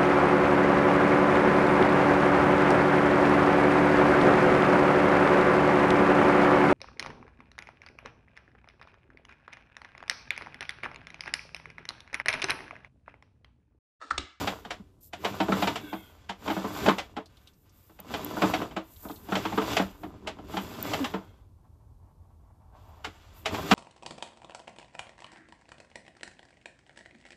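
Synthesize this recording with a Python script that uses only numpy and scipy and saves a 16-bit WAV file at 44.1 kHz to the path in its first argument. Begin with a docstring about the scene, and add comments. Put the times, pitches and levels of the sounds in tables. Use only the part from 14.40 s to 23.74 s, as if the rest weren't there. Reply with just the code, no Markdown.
"""Push cable into a drain pipe

Place: a garage, one microphone. A stiff cable is fed by hand into the pipe: each stroke is a jerk, a sag and a main shove.
Random grains of friction, heard directly and through the pipe, make the scrape, rattle and hiss; slaps are
short noise and pipe-mode bursts, groans are falling tones. Between strokes the cable creeps and the hand slides
back to a new grip, a hiss with singing resonances. Low rumble and room tone lie behind.
"""
import sys
import numpy as np
from scipy import signal
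from scipy.fft import rfft, irfft, next_fast_len
from scipy.io import wavfile

SR = 44100
rng = np.random.default_rng(int(sys.argv[2]) if len(sys.argv) > 2 else 0)


def master_out(mix):
    """Clip the mix to full scale and print it as 16-bit PCM to the path in sys.argv[1]."""
    frames = np.transpose(np.atleast_2d(mix))
    ceiling = np.clip(frames, -1, 1)
    pcm = np.round(ceiling * 32767).astype(np.int16)
    wavfile.write(sys.argv[1], SR, pcm)


N = 411894
TIME = np.arange(N) / SR
RING_TIME = TIME[:SR // 2]

# Levels are relative within their layer unless a table says otherwise.
# arm pushes the cable in: start t/s, main shove t/s, end t/s, shudder level/dB, scrape level/dB
STROKES = [(-0.4, 0.011, 0.13, -36, -35.5), (0.848, 1.196, 1.365, -35, -36),
           (2.066, 2.46, 2.54, -37.5, -34.5), (3.713, 4.06, 4.242, -34.5, -36),
           (4.925, 5.33, 5.437, -37.5, -33.5), (6.13, 6.509, 6.706, -38, -37), (9.14, 9.34, 9.84, -32, -31)]
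# cable creeps and settles between strokes: start t/s, end t/s, shudder level/dB, scrape level/dB
CREEPS = [(0.28, 0.4, -59.5, -66.5), (1.445, 1.56, -56.5, -62.5), (1.64, 1.857, -77.5, -64),
          (2.59, 2.72, -67.5, -72), (2.9, 3.08, -108, -67), (3.261, 3.6, -87, -70.5),
          (4.413, 4.62, -76, -65.5), (4.645, 4.84, -57, -66.5), (5.63, 6.08, -50.5, -66),
          (6.777, 6.98, -68, -74), (8.366, 8.627, -72, -67), (8.717, 8.98, -81, -60.5)]
# colour of the shudder deep in the pipe: f/Hz, level per Hz/dB
RUMBLE_COLOUR = [(45, -21.5), (100, -7.5), (145, -12.5), (185, -3.5), (280, -2), (380, -5), (520, -22.5),
                 (900, -29)]
# colour of the scrape on the rim: f/Hz, level per Hz/dB
SCRAPE_COLOUR = [(300, -10), (500, -4), (1200, -5), (1600, -9), (3200, -9), (4500, -14.5), (6300, -19),
                 (7500, -16.5), (8600, -31.5), (13000, -25.5)]
# colour of the hand's friction: f/Hz, level per Hz/dB
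HISS_COLOUR = [(2500, -25), (4500, -13), (6500, -11), (7500, -5), (8500, -12), (11000, -8), (13700, 3)]
# cable hits the pipe: t/s, level/dB, hardness (0 dull thump to 1 sharp clack), pitch of the knock f/Hz
KNOCKS = [(0.072, -22.5, 0.64, 600), (0.248, -36.5, 0.47, 656), (0.305, -30.5, 1, 676),
          (0.731, -33.5, 0.69, 676), (0.846, -21.5, 0.6, 670), (1.001, -18, 0.36, 760),
          (1.083, -22, 0.06, 670), (1.119, -19.5, 0.33, 1257), (1.221, -19, 0.46, 765),
          (1.271, -20.5, 0.61, 853), (1.356, -29.5, .95, 725), (1.528, -28, 0.27, 790),
          (1.892, -28.5, 0.58, 810), (2.076, -25, 0.42, 1069), (2.099, -22.5, 0.35, 859),
          (2.165, -26, 0.13, 727), (2.241, -26.5, 0.15, 1020), (2.46, -18.5, .41, 686.4),
          (2.476, -15, 0, 593), (2.484, -13.5, 0.39, 1110), (2.582, -27.5, 0.97, 625),
          (2.765, -29.5, 0.38, 824), (2.777, -33, 0, 650), (3.495, -52.5, 0.23, 455),
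          (3.588, -44, 0.47, 640), (3.737, -25.5, 0.59, 676), (3.967, -29, 0, 540), (4.018, -18, 0.44, 580),
          (4.032, -17.5, 0.05, 690), (4.136, -19.5, 0.51, 664), (4.214, -26.5, 0.28, 566),
          (4.309, -44, 0.55, 665), (4.363, -25, 0.38, 640), (4.649, -36.5, 0, 688),
          (4.696, -34.5, 0.06, 820), (4.885, -35, 0.2, 680), (4.92, -22, 0.26, 1407),
          (4.952, -21.5, 0.62, 622), (5.051, -23.5, 0.4, 1080), (5.123, -28, .25, 820),
          (5.175, -18.5, 0.24, 1180), (5.216, -27.5, 0.32, 459.3), (5.366, -18, 0.73, 650),
          (5.394, -19.5, .2, 606), (5.632, -34, 0.24, 640), (5.871, -28.5, 0.73, 631),
          (5.985, -40, 0.2, 677), (6.138, -31, 0.15, 631), (6.168, -24, 0.46, 830),
          (6.533, -23.5, 0.7, 669), (6.642, -27.5, 1, 880), (6.737, -25, 0.25, 450), (8.644, -31, 1, 1340),
          (8.664, -43, .05, 385), (9.056, -23.5, 1, 676), (9.143, -29, 0.63, 910),
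          (9.311, -13.5, 0.71, 1290), (9.315, -14.5, 0.05, 780)]
# ring of pipe and cable: f/Hz, level/dB, t60/s
PIPE_MODES = [(191.4, 3, 0.17), (229, -5, 0.12), (283, 8.5, 0.082), (322, -1, 0.19), (437.4, 1, 0.15),
              (620, -24.5, 0.2), (650.4, -2.5, 0.16), (729, -11.5, 0.009), (858, 6, 0.061),
              (1028, 4, 0.035), (1152, -1.5, 0.066), (1290, -13, 0.16), (2340, -23.5, .12),
              (2579, -5.5, 0.075), (3144, -2.5, 0.057), (3920, -17.5, 0.085), (7570, -25.5, 0.068)]
# colour of dense higher modes and near reflections: f/Hz, level per Hz/dB
CLATTER_COLOUR = [(100, -21), (150, 0), (200, -4), (400, -2.5), (700, 2), (1200, 0.5), (1600, -3.5),
                  (3300, -4.5), (4500, -17), (6300, -30.5), (7600, -30), (8600, -44), (11000, -35),
                  (13500, -23.5)]
# stick-slip groans: t/s, length/s, start f/Hz, end f/Hz, level/dB
GROANS = [(0.399, 0.029, 209, 188, -39), (1.433, 0.04, 310, 278, -37), (6.602, 0.063, 296, 224, -24),
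          (6.738, 0.051, 454, 427, -30)]
# hollow rub inside the pipe: t/s, level/dB
HOLLOW_RUB = [(6.6, -93), (6.95, -73.5), (8.15, -68.5), (8.3, -61.5), (8.55, -55.5), (8.8, -71),
              (9.05, -69)]
# hand slides back along the cable: t/s, length/s, level/dB
SLIDES = [(1.385, 0.44, -54.5), (6.664, 0.43, -69.5)]
# resonances of the sliding hand before the pitch glide: f/Hz, width/Hz, level/dB
SLIDE_MODES = [(1480, 90, 0), (2150, 90, -5), (2620, 130, -7), (3280, 150, 0), (3600, 130, -8)]
# hand brushes along the cable to a new grip: t/s, length/s, level/dB
BRUSHES = [(0.604, 0.13, -51.5), (1.38, 0.51, -55.5), (2.883, 0.85, -71.5), (3.315, 0.49, -63),
           (4.42, 0.87, -53), (4.59, 0.29, -55), (5.56, 0.21, -59), (6.08, 0.12, -59), (8.3, 0.96, -75),
           (8.93, 0.2, -59)]
# light taps of the grip on the cable: t/s, level/dB, f/Hz
TAPS = [(2.858, -42, 4300), (2.97, -45.5, 3430), (3.073, -39, 3600), (3.135, -57, 5000),
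        (3.294, -52.5, 5800), (4.561, -45, 3670), (4.686, -38, 3480), (4.711, -38, 3630),
        (4.758, -40.5, 3900)]
# tiny sharp snaps: t/s, level/dB, f/Hz
SNAPS = [(3.602, -20, 14000), (3.847, -13.5, 13500), (6.427, -9.5, 13900)]
# colour of the room tone: f/Hz, level per Hz/dB
ROOM_COLOUR = [(100, 11.5), (300, 4), (420, -1), (800, -11.5), (1300, -19.5), (1900, -28.5), (4000, -25),
               (14000, -26)]
# colour of the low drone: f/Hz, level per Hz/dB
DRONE_COLOUR = [(22, -16), (38, -8), (52, 0), (63, -5), (85, 1), (105, -3), (130, -14), (200, -26)]
# mean course of the low drone: t/s, level/dB
DRONE_LEVEL = [(0, -51.5), (0.6, -61), (2.6, -55.5), (3.2, -64), (3.8, -60), (5.5, -51.5), (7.1, -54.5),
               (9.34, -54.5)]

# effort of a stroke, relative to its main shove
JERK_DB, SAG_DB, END_DB = -8.5, -10.5, -11.5
SAG_AT = 0.62   # share of the way from the start to the shove
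ATTACK_DB_PER_S, RELEASE_DB_PER_S = 273, 138
RUMBLE_FOLLOWS, HISS_FOLLOWS = 0.83, 0.82   # share of the swing of the effort
CREEP_RISE_S, CREEP_FALL_S = 0.018, 0.076   # time constants
# the hardest contact loses this much thump, the softest this much clack and snap
THUMP_LOSS_DB, CLACK_LOSS_DB, SNAP_LOSS_DB = 28, 21, 30.5
FORE_DB, FORE_S = -21, 0.0055   # level and lead of a faint early copy of each blow
# a blow of HEAVY_KNOCK_DB booms at BOOM_DB before its hardness loss; growth in dB of boom per dB of strength
HEAVY_KNOCK_DB, BOOM_DB, BOOM_GROWS = -13, 7, 2.8
SLIDE_SAG, SLIDE_SAG_S = 0.13, 0.15   # extra pitch at the start, as a share, and its time constant


def feeding(rumble_db=2, scrape_db=-0.5, rattle_db=-1, hiss_db=-11):
    """The cable shudders and rattles deep in the pipe, scrapes on the rim and hisses through the hand."""
    *_, shudders_db, scrapes_db = np.transpose(STROKES)
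    rumble_gain = effort(shudders_db, RUMBLE_FOLLOWS)
    scrape_gain = effort(scrapes_db)
    for start, end, shudder_db, creep_db in CREEPS:
        creep = held(start, end, CREEP_RISE_S, CREEP_FALL_S)
        rumble_gain = rumble_gain + from_db(shudder_db) * creep
        scrape_gain = scrape_gain + from_db(creep_db) * creep
    # rattling needs both a shudder and a sliding speed
    rattle_gain = np.sqrt(rumble_gain * scrape_gain)
    hiss_gain = effort(scrapes_db, HISS_FOLLOWS)

    shudder = through_pipe(grains(per_s=760, spread_db=3, clump_db=2.5), ring_db=-26, echo_db=1.5)
    rubbing = through_pipe(grains(per_s=2900, spread_db=-1, clump_db=0.5), ring_db=-18, echo_db=-4.5)
    rattling = through_pipe(grains(per_s=400, spread_db=7, clump_db=-2), ring_db=-9, echo_db=-1)
    rumble = coloured(shudder, RUMBLE_COLOUR)
    scrape = coloured(rubbing, SCRAPE_COLOUR)
    rattle = rms_one(band(rattling, 480, 1300))
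    hiss = coloured(grains(per_s=48000, spread_db=6.5, clump_db=3.5), HISS_COLOUR)
    return (from_db(rumble_db) * rumble_gain * rumble
            + from_db(scrape_db) * scrape_gain * scrape
            + from_db(rattle_db) * rattle_gain * rattle
            + from_db(hiss_db) * hiss_gain * hiss)


def effort(levels_db, follows=1):
    """Gain of all strokes: a jerk gets the cable moving, it sags, then comes the main shove and the release."""
    gain = np.zeros(N)
    for (start, shove, end, *_), db in zip(STROKES, levels_db):
        sag = start + SAG_AT * (shove - start)
        shape_db = np.interp(TIME, [start, sag, shove, end], [JERK_DB, SAG_DB, 0, END_DB])
        shape_db -= ATTACK_DB_PER_S * np.maximum(start - TIME, 0)
        shape_db -= RELEASE_DB_PER_S * np.maximum(TIME - end, 0)
        gain += from_db(db + follows * shape_db)
    return gain


def grains(per_s, spread_db, clump_db):
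    """Asperities catch and let go at random, in clumps."""
    sizes = from_db(spread_db * np.minimum(rng.exponential(1, N), 4)) * rng.choice([-1, 1], N)
    catches = rng.random(N) < per_s / SR
    return catches * sizes * from_db(clump_db * drift(45))


def through_pipe(friction, ring_db, echo_db, echo_t60=0.15):
    """Friction reaches the ear directly, through the pipe modes and off near surfaces."""
    echoes = unit_energy(rng.standard_normal(len(RING_TIME)) * dying(echo_t60))
    response = from_db(ring_db) * pipe_ring() + from_db(echo_db) * echoes
    response[0] += 1   # direct path
    return signal.fftconvolve(friction, response)[:N]


def pipe_ring():
    """Decaying pipe modes; every contact point weights them in its own way."""
    hz, db, t60 = np.transpose(PIPE_MODES)[:, :, None]
    strength = from_db(db + 5.8 * rng.standard_normal(db.shape)) * rng.choice([-1, 1], db.shape)
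    modes = strength * dying(t60) * np.sin(2 * np.pi * hz * RING_TIME)
    return unit_energy(np.sum(modes, axis=0))


def knocks(shared_paths=0.43, modes_db=-4, focus_db=3, gains_db=(24, 26.5, 24, 14.5)):
    """Each slap is a faint fore-sound, a touch and bounces; hardness weights its registers, heavy ones boom."""
    out = np.zeros(N)
    # a long stretch of cable lies down on the wall, so the blow builds over a few milliseconds
    build = 1 - np.exp(-RING_TIME / 0.0028)
    # direct sound, body of the pipe and, far weaker, the garage
    decay = dying(0.04) + from_db(-5) * dying(0.15) + from_db(-28) * dying(0.31)
    same_paths = rng.standard_normal(len(RING_TIME))
    rings = [pipe_ring() for _ in range(12)]
    for k, (s, db, hard, knock_hz) in enumerate(KNOCKS):
        own_paths = rng.standard_normal(len(RING_TIME))
        paths = np.sqrt(shared_paths) * same_paths + np.sqrt(1 - shared_paths) * own_paths
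        clatter = unit_energy(coloured(paths, CLATTER_COLOUR) * decay)
        hit = bounced(build * (clatter + from_db(modes_db) * rings[k % len(rings)]))

        # the free length of cable that is struck favours one pitch
        focus = band(hit, 0.9 * knock_hz, 1.086 * knock_hz, order=1)
        knock = band(hit + from_db(focus_db) * focus, 420, 1450)
        thump = band(hit, 182.6, 360)
        clack = band(hit, 1800, 4990)
        snap = band(hit, 5280, 10000)
        thump_loss_db = THUMP_LOSS_DB * hard ** 2
        soft = (1 - hard) ** 2
        losses_db = 0, thump_loss_db, CLACK_LOSS_DB * soft, SNAP_LOSS_DB * soft
        for sound, loss_db, gain_db in zip((knock, thump, clack, snap), losses_db, gains_db):
            blow = from_db(db + gain_db - loss_db) * unit_energy(sound)
            add(out, s, blow)
            add(out, s - FORE_S, from_db(FORE_DB) * blow)
        boom_db = BOOM_DB + BOOM_GROWS * (db - HEAVY_KNOCK_DB) - thump_loss_db
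        add(out, s, from_db(boom_db) * unit_energy(band(hit, 182, 245)))
    return out


def bounced(touch, bounce=0.17, chatter_s=0.011):
    """The touch repeats in four weak bounces of random size and sign within the chatter time."""
    hit = touch.copy()
    for when, size in zip(rng.random(4), rng.standard_normal(4)):
        lag = 1 + int(when * chatter_s * SR)
        hit[lag:] += bounce * size * touch[:-lag]
    return hit


def groans(overtone_db=-20):
    """The cable sticks and slips for a few cycles, ever slower."""
    out = np.zeros(N)
    for s, length, start_hz, end_hz, db in GROANS:
        along = np.linspace(0, 1, int(length * SR))
        phase = 2 * np.pi * np.cumsum(start_hz + (end_hz - start_hz) * along) / SR
        swell = np.abs(np.sin(np.pi * along ** 0.46))
        tone = np.sin(phase) + from_db(overtone_db) * np.sin(2 * phase)
        add(out, s, from_db(db) * swell * tone)
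    return out


def hollow_rub(low_hz=560, high_hz=1080):
    """Slow, fine friction heard through the pipe."""
    friction = through_pipe(grains(per_s=4200, spread_db=1, clump_db=4), ring_db=-24.5, echo_db=-3.5)
    gain = from_db(np.interp(TIME, *np.transpose(HOLLOW_RUB)))
    return gain * rms_one(band(friction, low_hz, high_hz, order=2))


def hand_slide(gain_db=3):
    """Rubbing resonances that sink in pitch as the hand slows."""
    push = sum((TIME >= s) * np.exp(-np.abs(TIME - s) / SLIDE_SAG_S) for s, _, _ in SLIDES)
    phase = 2 * np.pi * np.cumsum(0.97 + SLIDE_SAG * push) / SR   # for a mode of 1 Hz
    song = 0
    for hz, width, db in SLIDE_MODES:
        # two drifting quadrature parts blur the tone into a narrow band
        mode = drift(2 * width) * np.sin(hz * phase) + drift(2 * width) * np.cos(hz * phase)
        song += from_db(db) * mode
    return from_db(gain_db) * sweeps(SLIDES) * rms_one(song)


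def brushes():
    """A quick airy friction hiss of the hand on the cable."""
    return sweeps(BRUSHES) * coloured(grains(per_s=11000, spread_db=3.5, clump_db=2), HISS_COLOUR)


def sweeps(rows):
    """Gain of hand movements that swell early and taper slowly."""
    gain = np.zeros(N)
    for s, length, db in rows:
        along = np.linspace(0, 1, int(length * SR))
        add(gain, s, from_db(db) * np.sin(np.pi * np.sqrt(along)) ** 2)
    return gain


def ticks(rows, width, t60, gain_db):
    """Small hard contacts: a bright, narrow noise burst that dies quickly."""
    out = np.zeros(N)
    for s, db, hz in rows:
        noise = rng.standard_normal(len(RING_TIME)) * dying(t60)
        burst = band(noise, hz / (1 + width), hz * (1 + width), order=1)
        add(out, s, from_db(db + gain_db) * unit_energy(burst))
    return out


def low_drone():
    """Low rumble filling the room: coloured noise whose level wavers around a slow course."""
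    level_db = np.interp(TIME, *np.transpose(DRONE_LEVEL)) + 1.7 * drift(24)
    return from_db(level_db) * coloured(rng.standard_normal(N), DRONE_COLOUR)


def room_tone(level_db=-65.5):
    """Steady coloured noise of the room."""
    return from_db(level_db) * coloured(rng.standard_normal(N), ROOM_COLOUR)


def from_db(db):
    """Decibels to gain."""
    return 10 ** (np.asarray(db) / 20)


def rms_one(x):
    """Scale to rms 1."""
    return x / np.sqrt(np.mean(x ** 2) + 1e-20)


def unit_energy(x):
    """Scale to a summed square of 1."""
    return x / np.sqrt(np.sum(x ** 2) + 1e-20)


def add(out, s, sound):
    """Mix a sound in at a given time."""
    start = int(np.clip(round(s * SR), 0, N - 1))
    out[start:start + len(sound)] += sound[:N - start]


def band(x, low_hz, high_hz, order=3):
    """Causal band-pass."""
    sos = signal.butter(order, [low_hz, high_hz], "band", fs=SR, output="sos")
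    return signal.sosfilt(sos, x + 1e-18)


def coloured(x, spectrum):
    """Give a sound a spectrum that falls away beyond both ends; rms 1."""
    size = next_fast_len(len(x))
    hz, db = np.transpose(spectrum)
    bins_hz = np.arange(size // 2 + 1) * SR / size + 1   # 1 Hz up, to avoid log(0)
    gain = from_db(np.interp(np.log(bins_hz), np.log(hz), db))
    gain *= np.minimum(bins_hz / hz[0], 1) ** 2
    gain *= np.minimum(hz[-1] / bins_hz, 1) ** 2
    return rms_one(irfft(rfft(x, size) * gain, size)[:len(x)])


def drift(rate):
    """Slow chance: normal random knots, rate per second, joined by lines."""
    knots = rng.standard_normal(4096)
    return np.interp(TIME * rate, np.arange(len(knots)), knots)


def dying(t60):
    """Exponential decay by 60 dB in t60 seconds."""
    return from_db(-60 * RING_TIME / t60)


def held(start, end, rise_s, fall_s):
    """Gain that rises to 1 at the start, holds and dies away after the end."""
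    return np.exp(-np.maximum(start - TIME, 0) / rise_s - np.maximum(TIME - end, 0) / fall_s)


def scene():
    """Cable, hand and room at one microphone."""
    cable = feeding() + knocks() + groans() + hollow_rub()
    taps = ticks(TAPS, width=0.11, t60=0.07, gain_db=12.5)
    snaps = ticks(SNAPS, width=0.044, t60=0.0064, gain_db=4)
    hand = hand_slide() + brushes() + taps
    return (cable + hand + snaps + low_drone() + room_tone())[None]


def record(dry, cutoff_hz=14200):
    """The microphone signal has its top cut steeply."""
    low_pass = signal.ellip(10, 0.2, 80, cutoff_hz, fs=SR, output="sos")   # ripple/dB, stopband/dB
    return signal.sosfilt(low_pass, dry)


dry = scene()
out = record(dry)
master_out(out)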